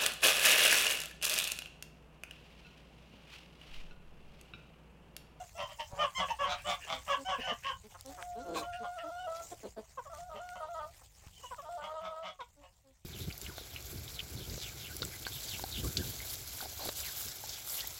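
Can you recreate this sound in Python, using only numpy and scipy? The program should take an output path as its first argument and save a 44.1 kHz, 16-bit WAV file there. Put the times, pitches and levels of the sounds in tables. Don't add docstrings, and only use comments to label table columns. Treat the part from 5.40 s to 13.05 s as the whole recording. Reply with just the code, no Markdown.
import sys
import numpy as np
from scipy import signal
from scipy.fft import rfft, irfft, next_fast_len
from scipy.io import wavfile
from scipy.ndimage import uniform_filter1d, map_coordinates

SR = 44100
rng = np.random.default_rng(int(sys.argv[2]) if len(sys.argv) > 2 else 0)


def volts_from_db(level):
    exponent = np.asarray(level, float) / 20
    return 10 ** exponent


def transcribe(signal):
    frames = np.atleast_2d(signal).T
    limited = np.clip(frames, -1, 1)
    pcm = np.round(limited * 32767).astype(np.int16)
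    wavfile.write(sys.argv[1], SR, pcm)


N = 337353


def unit(x):
    return x / np.sqrt(np.mean(x ** 2) + 1e-20)


def along(points, hz):
    f, v = np.transpose(points)
    return np.interp(np.log(hz + 1), np.log(f + 1), v)


def wobble(rate, size=N):
    knots = rng.standard_normal(int(size * rate / SR) + 4)
    return map_coordinates(knots, [np.arange(size) * rate / SR])


def filtered(x, response):
    m = next_fast_len(len(x) + SR // 8)
    return irfft(rfft(x, m) * response(np.fft.rfftfreq(m, 1 / SR)), m)[:len(x)]


def modes(table, ratio):
    def response(f):
        return sum((-1) ** k * volts_from_db(db) * 1j * f * w / ((c * ratio) ** 2 - f * f + 1j * f * w)
                   for k, (c, w, db) in enumerate(table))
    return response


def add(track, s, x):
    part = track[max(round(s * SR), 0):][:len(x)]
    part += x[:len(part)]


def breath(length, rise):
    u = np.linspace(0, 1, max(round(length * SR), 2))
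    return u, np.sin(np.pi * u ** rise)


def stack(pitch, throat_db, flutter_db):
    k = np.arange(1, int(min(SR / 5 / pitch.max(), 30)) + 1)[:, None]
    phase = 2 * np.pi * np.cumsum(pitch) / SR
    flutter = np.array([wobble(57.0, size=len(pitch)) for _ in k])
    level_db = throat_db(k * pitch) + flutter_db * np.sqrt(np.minimum(k, 4)) * flutter
    return unit(np.sum(volts_from_db(level_db) * np.cos(k * phase - k * k / 4), axis=0))


def fade_db():
    # (time [s], level [dB])
    fade = [(0, 2.5), (3.1, 0.5), (6.3, -3.5), (7, -9), (7.65, -11)]
    return np.interp(np.arange(N) / SR, *np.transpose(fade))


def honks():
    # (start [s], length [s], held pitch [Hz], level before shaping [dB])
    deep_honks = [(0.586, 0.073, 620, -29.5), (0.807, 0.04, 578, -33.5), (0.988, 0.072, 574, -30),
                  (1.691, 0.06, 573, -27.5), (1.911, 0.043, 571.7, -33), (2.085, 0.045, 612, -38),
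                  (2.244, 0.079, 554, -34.5)]
    # (start [s], length [s], held pitch [Hz], level before shaping [dB], bill resonance [Hz])
    level_honks = [(0, 0.019, 719, -39.5, 720), (0.148, 0.098, 689.5, -41, 700),
                   (0.206, 0.054, 1059, -42.5, 1030), (0.385, 0.036, 934, -41, 935),
                   (0.748, 0.0578, 1065, -36.5, 2070), (0.903, 0.011, 922, -28.5, 920),
                   (1.242, 0.098, 602, -36.5, 1030), (1.686, 0.01, 635, -33.5, 1250),
                   (1.848, 0.088, 772.5, -36.5, 1040), (2.03, 0.074, 765, -37.5, 1050),
                   (3.759, 0.11, 1004, -60, 2920), (5.958, 0.035, 1040, -60.5, 3120),
                   (6.017, 0.071, 996, -57, 3030)]
    # (frequency [Hz], level [dB])
    trumpet = [(400, 2), (600, 6.5), (1150, -2), (1700, -2), (2100, -12), (3100, 3.5), (4000, -31),
               (5300, -13), (6500, -16.5), (10000, -41.5)]
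    deep_end_hz, deep_bill_hz = 466, 1110
    level_sag = 0.88
    shrill_db_per_octave = 15.5

    out = np.zeros(N)
    calls = [(s, length, hz, deep_end_hz, db, deep_bill_hz) for s, length, hz, db in deep_honks]
    calls += [(s, length, hz, hz * level_sag, db, bill) for s, length, hz, db, bill in level_honks]
    for s, length, first, last, db, bill_hz in calls:
        u, swell = breath(length, rise=0.98)
        late_bend = first + (last - first) * u ** 3.5
        arch = late_bend * (1 - .07 * np.exp(-u / .14))
        pitch = arch * (1 + .003 * wobble(100, size=len(u)))
        shrill_db = shrill_db_per_octave * np.log2(first / 760)

        def throat(hz):
            bill_db = 13 * np.exp(-((hz - bill_hz) / 350) ** 2)
            return along(trumpet, hz) + bill_db + shrill_db * (hz > 3800)

        flutter_hz = 195 + 25 * wobble(40, size=len(u))
        rasp = 1 + .18 * np.sin(2 * np.pi * np.cumsum(flutter_hz) / SR)
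        add(out, s, volts_from_db(db) * swell ** 0.61 * rasp * stack(pitch, throat, flutter_db=1.1))
    return filtered(out, lambda hz: (1j * hz / (440 + 1j * hz)) ** 3)


def straw():
    # (frequency [Hz], level per Hz [dB])
    rustle = [(150, -36.5), (280, -8.5), (501, -5.5), (788, -2.5), (1530, -11.5), (1980, -6.5), (3980, -9),
              (7440, -3), (10700, -16), (16000, -12.5)]
    # (middle [s], length [s], level [dB])
    shuffles = [(0.77, 0.16, -62.5), (1.305, 0.089, -52), (1.598, 0.46, -62.5), (2.77, 0.21, -59),
                (3.185, 0.06, -47.5), (4.043, 0.27, -59), (4.773, 0.08, -61), (5.595, 0.21, -68),
                (6.103, 0.38, -63.5)]
    # (start [s], peak level [dB], resonance [Hz])
    snaps = [(0.333, -42, 7200), (2.61, -31, 6560), (2.661, -33.5, 6600), (2.826, -29.5, 1440),
             (5.0903, -38, 2560), (5.8733, -44.5, 1820), (6.145, -38.5, 1610)]
    straw_db = -62

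    crackle_db = 2.14 * wobble(300) + 1.52 * wobble(25) + 0.34 * wobble(12)
    z = signal.stft(rng.standard_normal(N) * volts_from_db(crackle_db), nperseg=512)[2]
    field = uniform_filter1d(uniform_filter1d(rng.standard_normal(z.shape), 12, 0), 6, 1)
    hiss = signal.istft(z * volts_from_db(3.3 * unit(field)), nperseg=512)[1][:N]
    out = unit(filtered(hiss, lambda hz: volts_from_db(along(rustle, hz))))
    stirred = sum(volts_from_db(db) * np.exp(-(2 * (np.arange(N) / SR - s) / length) ** 2)
                  for s, length, db in shuffles)
    out = out * (volts_from_db(straw_db + fade_db()) + stirred)

    t = np.arange(SR // 50) / SR
    for s, db, hz in snaps:
        burst = rng.standard_normal(len(t)) * volts_from_db(-60 * t / .005)
        snap = filtered(burst, lambda f: modes([(hz, hz, 0)], 1)(f) ** 2)
        add(out, s, volts_from_db(db) * snap / np.abs(snap).max())
    return out


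def wind():
    # (frequency [Hz], level per Hz [dB])
    rumble_shape = [(12, -42), (20, -11), (62, -1), (120, -10), (201, -19.5), (400, -71.5), (880, -120)]
    wind_db = -60.5
    rumble = unit(filtered(rng.standard_normal(N), lambda hz: volts_from_db(along(rumble_shape, hz))))
    return rumble * volts_from_db(wind_db + fade_db() + 2.4 * wobble(7))


def gabble():
    # (start [s], length [s], chest level [dB], bill level [dB], resonance frequency ratio)
    gabble_calls = [(0.172, 0.074, -46, -50, 0.92), (0.281, 0.064, -57, -58.5, 0.92),
                    (0.39, 0.023, -49, -45.5, 0.91), (0.493, 0.2, -54.5, -70, 0.72),
                    (0.572, 0.1, -45.5, -49, 0.97), (0.768, 0.084, -42.5, -45.5, 0.97),
                    (0.879, 0.04, -51, -48, 0.88), (0.988, 0.22, -48, -51, 0.93),
                    (1.072, 0.081, -42.5, -44.5, 1.136), (1.156, 0.073, -75, -57.5, 0.77),
                    (1.254, 0.11, -43, -44, 1.04), (1.393, 0.078, -75, -55.5, 0.82),
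                    (1.464, 0.12, -44, -44.5, 1.02), (1.659, 0.12, -50, -49.5, 0.94),
                    (1.871, 0.06, -46, -49.5, 0.95), (1.962, 0.12, -58.5, -50.5, 0.85),
                    (2.062, 0.069, -45, -46.5, 0.9), (2.219, 0.11, -66, -48, 0.89),
                    (3.136, 0.069, -49.5, -49.5, 1.19), (3.223, 0.021, -54, -57, 0.89),
                    (3.318, 0.044, -81, -54, 0.828), (3.425, 0.05, -50, -63, 0.98),
                    (3.569, 0.054, -71, -56, 0.85), (4.931, 0.072, -54, -61.5, 0.89),
                    (5.151, 0.022, -51.5, -62, 0.92), (6.408, 0.086, -52, -57.5, 0.96),
                    (6.609, 0.11, -51.5, -59.5, 1.024), (6.822, 0.1, -52.5, -54, 0.99),
                    (6.999, 0.021, -79, -57.5, 1.08), (7.205, 0.082, -65, -71, 0.85)]
    # (centre [Hz], width [Hz], level of one pass [dB])
    chest_modes = [(167, 185, -1.5), (660, 118, 6.5), (1176, 485, 2.5)]
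    # (centre [Hz], width [Hz], level of one pass [dB])
    bill_modes = [(2052, 420, 5), (3046, 135, 5.5), (3370, 184, 9.5), (4310, 2770, 0.5), (5530, 1320, 3.5),
                  (7560, 3100, -11.5)]

    out = np.zeros(N)
    for s, length, chest_db, bill_db, ratio in gabble_calls:
        u, swell = breath(length, rise=0.67)
        pulse_hz = rng.normal(185, 9) * (1 + .022 * wobble(120, size=len(u)))
        cycle = np.cumsum(pulse_hz) / SR
        pulses = unit(np.diff(np.floor(cycle), prepend=0) * volts_from_db(3.7 * wobble(191, size=len(u))))
        puffs = unit(np.exp(-3 * (cycle % 1)) * rng.standard_normal(len(u)))
        drive = np.pad(swell ** 1.3 * (pulses + .36 * puffs), (0, 400))

        def chest_response(hz):
            valley_db = -12 * np.exp(-((hz - 340) / 110) ** 2)
            return modes(chest_modes, ratio)(hz) ** 2 * volts_from_db(valley_db)

        chest = filtered(drive, chest_response)
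        opening = np.pad(np.clip(u / .4, 0, 1), (0, 400), 'edge')
        bill = sum(filtered(drive * share, lambda hz: modes(bill_modes, ratio * wide)(hz) ** 2)
                   for share, wide in [(1 - opening, .88), (opening, 1)])
        add(out, s, volts_from_db(chest_db) * unit(chest) + volts_from_db(bill_db) * unit(bill))
    return out


def thuds():
    # (start [s], strength before the common lift [dB])
    footfalls = [(0.237, -57), (0.532, -50.5), (5.867, -56.5)]
    out, t = np.zeros(N), np.arange(SR // 10) / SR
    for s, db in footfalls:
        add(out, s, volts_from_db(db + 17.5 - 60 * t / 0.031) * np.sin(2 * np.pi * 105 * t))
    return out


def clucks():
    # (start [s], length [s], first pitch before the drop [Hz], last pitch [Hz],
    # level before swell and air [dB])
    closed_clucks = [(1.511, 0.11, 270.4, 252, -52.5), (1.769, 0.084, 273, 271.6, -48),
                     (1.981, 0.031, 245, 232, -43), (2.111, 0.031, 226, 229, -42),
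                     (2.435, 0.052, 205, 217, -54), (2.645, 0.095, 253, 292, -50),
                     (2.95, 0.11, 200.4, 307.1, -46), (3.399, 0.053, 235.6, 207, -48.5),
                     (3.627, 0.081, 295, 322.5, -48.5), (7.435, 0.11, 277, 257, -65.5),
                     (4.938, 0.054, 208, 219.4, -54), (7.159, 0.087, 287, 286, -64)]
    # (start [s], length [s], first pitch before the drop [Hz],
    # level before swell and air [dB])
    squawks = [(3.153, 0.041, 540.4, -37), (3.212, 0.031, 573, -43.5), (3.442, 0.023, 545, -43),
               (4.572, 0.037, 518, -37.5), (4.65, 0.048, 590, -48.5), (5.612, 0.018, 270, -59),
               (6.033, 0.032, 545, -46), (6.107, 0.038, 515, -40.5), (6.178, 0.038, 605, -44.5),
               (6.989, 0.05, 528, -41)]
    # (start [s], length [s], pitch before the drop [Hz],
    # level before swell and air [dB], throat frequency ratio)
    growls = [(2.541, 0.033, 174.9, -52, 2.2), (2.771, 0.076, 177.5, -48, 2.02),
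              (3.037, 0.23, 157.6, -42.5, 0.96), (4.112, 0.039, 321, -44.5, 1.15),
              (4.228, 0.06, 206, -43, 0.945), (4.363, 0.055, 207.8, -42.5, 1.05)]
    # (frequency [Hz], level [dB])
    closed_throat = [(100, -28), (200, -7), (300, -0.5), (580, 1), (750, -10.5), (1300, -19), (2200, -36.5),
                     (3600, -29), (4000, -38), (4400, -22.5), (5000, -42), (6000, -72)]
    # (frequency [Hz], level [dB])
    open_beak = [(300, -13), (520, -7.5), (800, 4), (1080, 1.5), (1300, -2.5), (1600, -17.5), (2200, -29),
                 (3200, -25.5), (5000, -59)]
    throat_match_hz = 276
    throat_sinks = 0.51
    squawk_fall = 0.91

    out = np.zeros(N)
    calls = [(s, length, first, last, db, (first + last) / 2 / throat_match_hz, .03, .012)
             for s, length, first, last, db in closed_clucks]
    calls += [(s, length, hz, hz * squawk_fall, db, None, .15, .02) for s, length, hz, db in squawks]
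    calls += [(s, length, hz, hz, db, ratio, .14, .042) for s, length, hz, db, ratio in growls]
    for s, length, first, last, db, ratio, drop, hoarse in calls:
        u, swell = breath(length, rise=0.8)
        glide = (first + (last - first) * u) * (1 + drop * np.exp(-u / .18))
        pitch = glide * (1 + hoarse * wobble(120, size=len(u)))

        def throat(hz, scale=1):
            return along(closed_throat, hz / ratio / scale) if ratio else along(open_beak, hz)

        air = unit(filtered(rng.standard_normal(len(u)), lambda hz: volts_from_db(throat(hz))))
        scale = 1 + throat_sinks * (.5 - u)
        voice = stack(pitch, lambda hz: throat(hz, scale ** (hz < 2000)), flutter_db=1.1)
        add(out, s, volts_from_db(db) * swell ** 1.2 * (voice + 10 * hoarse * air))
    return out


def song():
    # (start [s], starting pitch [Hz],
    # climb [Hz], level before throat and flutter [dB], extra overtone level [dB])
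    notes = [
        [(2.69, 748, -20.5, -54.5, -16), (2.82, 721, -16, -48, -23), (2.99, 701.5, -13, -50, -4.5),
         (3.22, 690.3, 28.5, -47.5, -2.5), (3.43, 705, 13.5, -47, -2.5), (3.565, 677.4, -9, -46, -2),
         (3.71, 693, 26.5, -45.5, 0), (3.8, 731, 9.5, -44.5, 0), (3.87, 643, 9.5, -42, -4),
         (3.92, 659, 7, -45.5, 0.5)],
        [(4.695, 677, -12.5, -53, -2.5), (4.735, 589, 10, -52.5, -3), (4.785, 703, 15.5, -49, -14),
         (4.895, 625, -17.5, -47.5, -6), (5.0, 708.6, 16, -50, 2.5), (5.205, 621.6, 5.5, -45.5, -2),
         (5.29, 698, -0.5, -48.5, -4), (5.345, 626, 32, -46, 1.5), (5.395, 595, 30.5, -44.5, -2.5),
         (5.465, 665, 10, -57.5, -14)],
        [(6.222, 713, -16, -53, -9), (6.247, 602, -2.5, -46.5, -8), (6.292, 696, 14.5, -46, -4.5),
         (6.375, 595, -8.5, -45, -5), (6.43, 602.5, 12.5, -46.5, -5.5), (6.48, 623, 11, -47, -2.5),
         (6.612, 660, -18.5, -48.5, -4), (6.73, 621.5, 37.5, -49, -2), (6.84, 621, 1.5, -51, 0.5)],
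    ]
    ends = [4.035, 5.515, 6.925]
    # (frequency [Hz], level [dB])
    singer = [(310, -34.5), (450, -32), (650, 2), (950, -4), (1250, 0), (1430, -4.5), (1560, -20),
              (1900, -23.5), (2400, -35.5), (3300, -24.5), (4100, -30.5), (5200, -35.5)]
    # (from [s], to [s], rate [Hz], depth [Hz])
    trill = (3.56, 3.715, 17, 23.7)
    onset_s, release_s = 0.0039, 0.024

    out = np.zeros(N)
    k = np.arange(1, 17)[:, None] / 2
    begin, stop, rate_hz, depth_hz = trill
    for note, end in zip(notes, ends):
        s, start_hz, climb_hz, mean_db, over_db = np.transpose(note)
        t = np.arange(s[0], end, 1 / SR)
        place = np.interp(t, np.append(s, end), np.arange(len(s) + 1))
        row = np.minimum(place.astype(int), len(s) - 1)
        pitch = uniform_filter1d(start_hz[row] + climb_hz[row] * (place - row), SR // 90)
        shaking = (t > begin) & (t < stop)
        pitch = pitch + depth_hz * shaking * np.cos(2 * np.pi * rate_hz * (t - begin))
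        unrest = np.clip((680 - pitch) / 40, 0, 1)
        jitter = .007 * wobble(85, size=len(t)) + .009 * wobble(40, size=len(t))
        phase = 2 * np.pi * np.cumsum(pitch * (1 + jitter)) / SR

        db = uniform_filter1d(mean_db[row], SR // 40)
        break_db = -30 * np.clip((pitch - 640) / 45, 0, 1)
        effort_db = (k > 1) * uniform_filter1d(over_db[row], SR // 40)
        flutter = np.array([wobble(50, size=len(t)) for _ in k])
        flutter_db = (1.3 * np.minimum(k, 2) + .6 * unrest) * flutter
        level_db = db + along(singer, k * pitch) + (k % 1 > 0) * break_db + effort_db + flutter_db

        edges = np.clip(np.minimum((t - s[0]) / onset_s, (end - t) / release_s), 0, 1)
        rasp = np.clip(k - 2.5, 0, 2) * np.array([wobble(500, size=len(t)) for _ in k])
        grain = 1 + (.07 + .16 * unrest) * wobble(320, size=len(t)) + .3 * rasp
        partials = grain * volts_from_db(level_db) * np.sin(k * phase)
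        add(out, s[0], np.sqrt(2) * edges * np.sum(partials, axis=0))
    return out


def tunnel(x):
    # (frequency [Hz], decay time [s])
    decay = [(300, 0.074), (1000, 0.15), (3000, 0.14), (8000, 0.056)]
    out, step = np.zeros(N), SR // 4
    for start in range(0, N, step):
        hz, t, z = signal.stft(rng.standard_normal(SR // 3), SR, nperseg=256)
        tail = signal.istft(z * volts_from_db(-60 * t / along(decay, hz)[:, None]), SR, nperseg=256)[1]
        wet = signal.fftconvolve(x[start:start + step], tail / np.linalg.norm(tail))
        add(out, start / SR + .006, wet)
    return out


def scene():
    geese = honks() + gabble()
    hens = clucks() + song()
    wet = tunnel(volts_from_db(-2.5) * geese + volts_from_db(-13.0) * hens)
    return (geese + hens + wet + straw() + thuds() + wind())[None]


def roll_off(x):
    return signal.sosfilt(signal.butter(12, 15850, fs=SR, output="sos"), x)


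def record(dry):
    return roll_off(dry)


dry = scene()
out = record(dry)
transcribe(out)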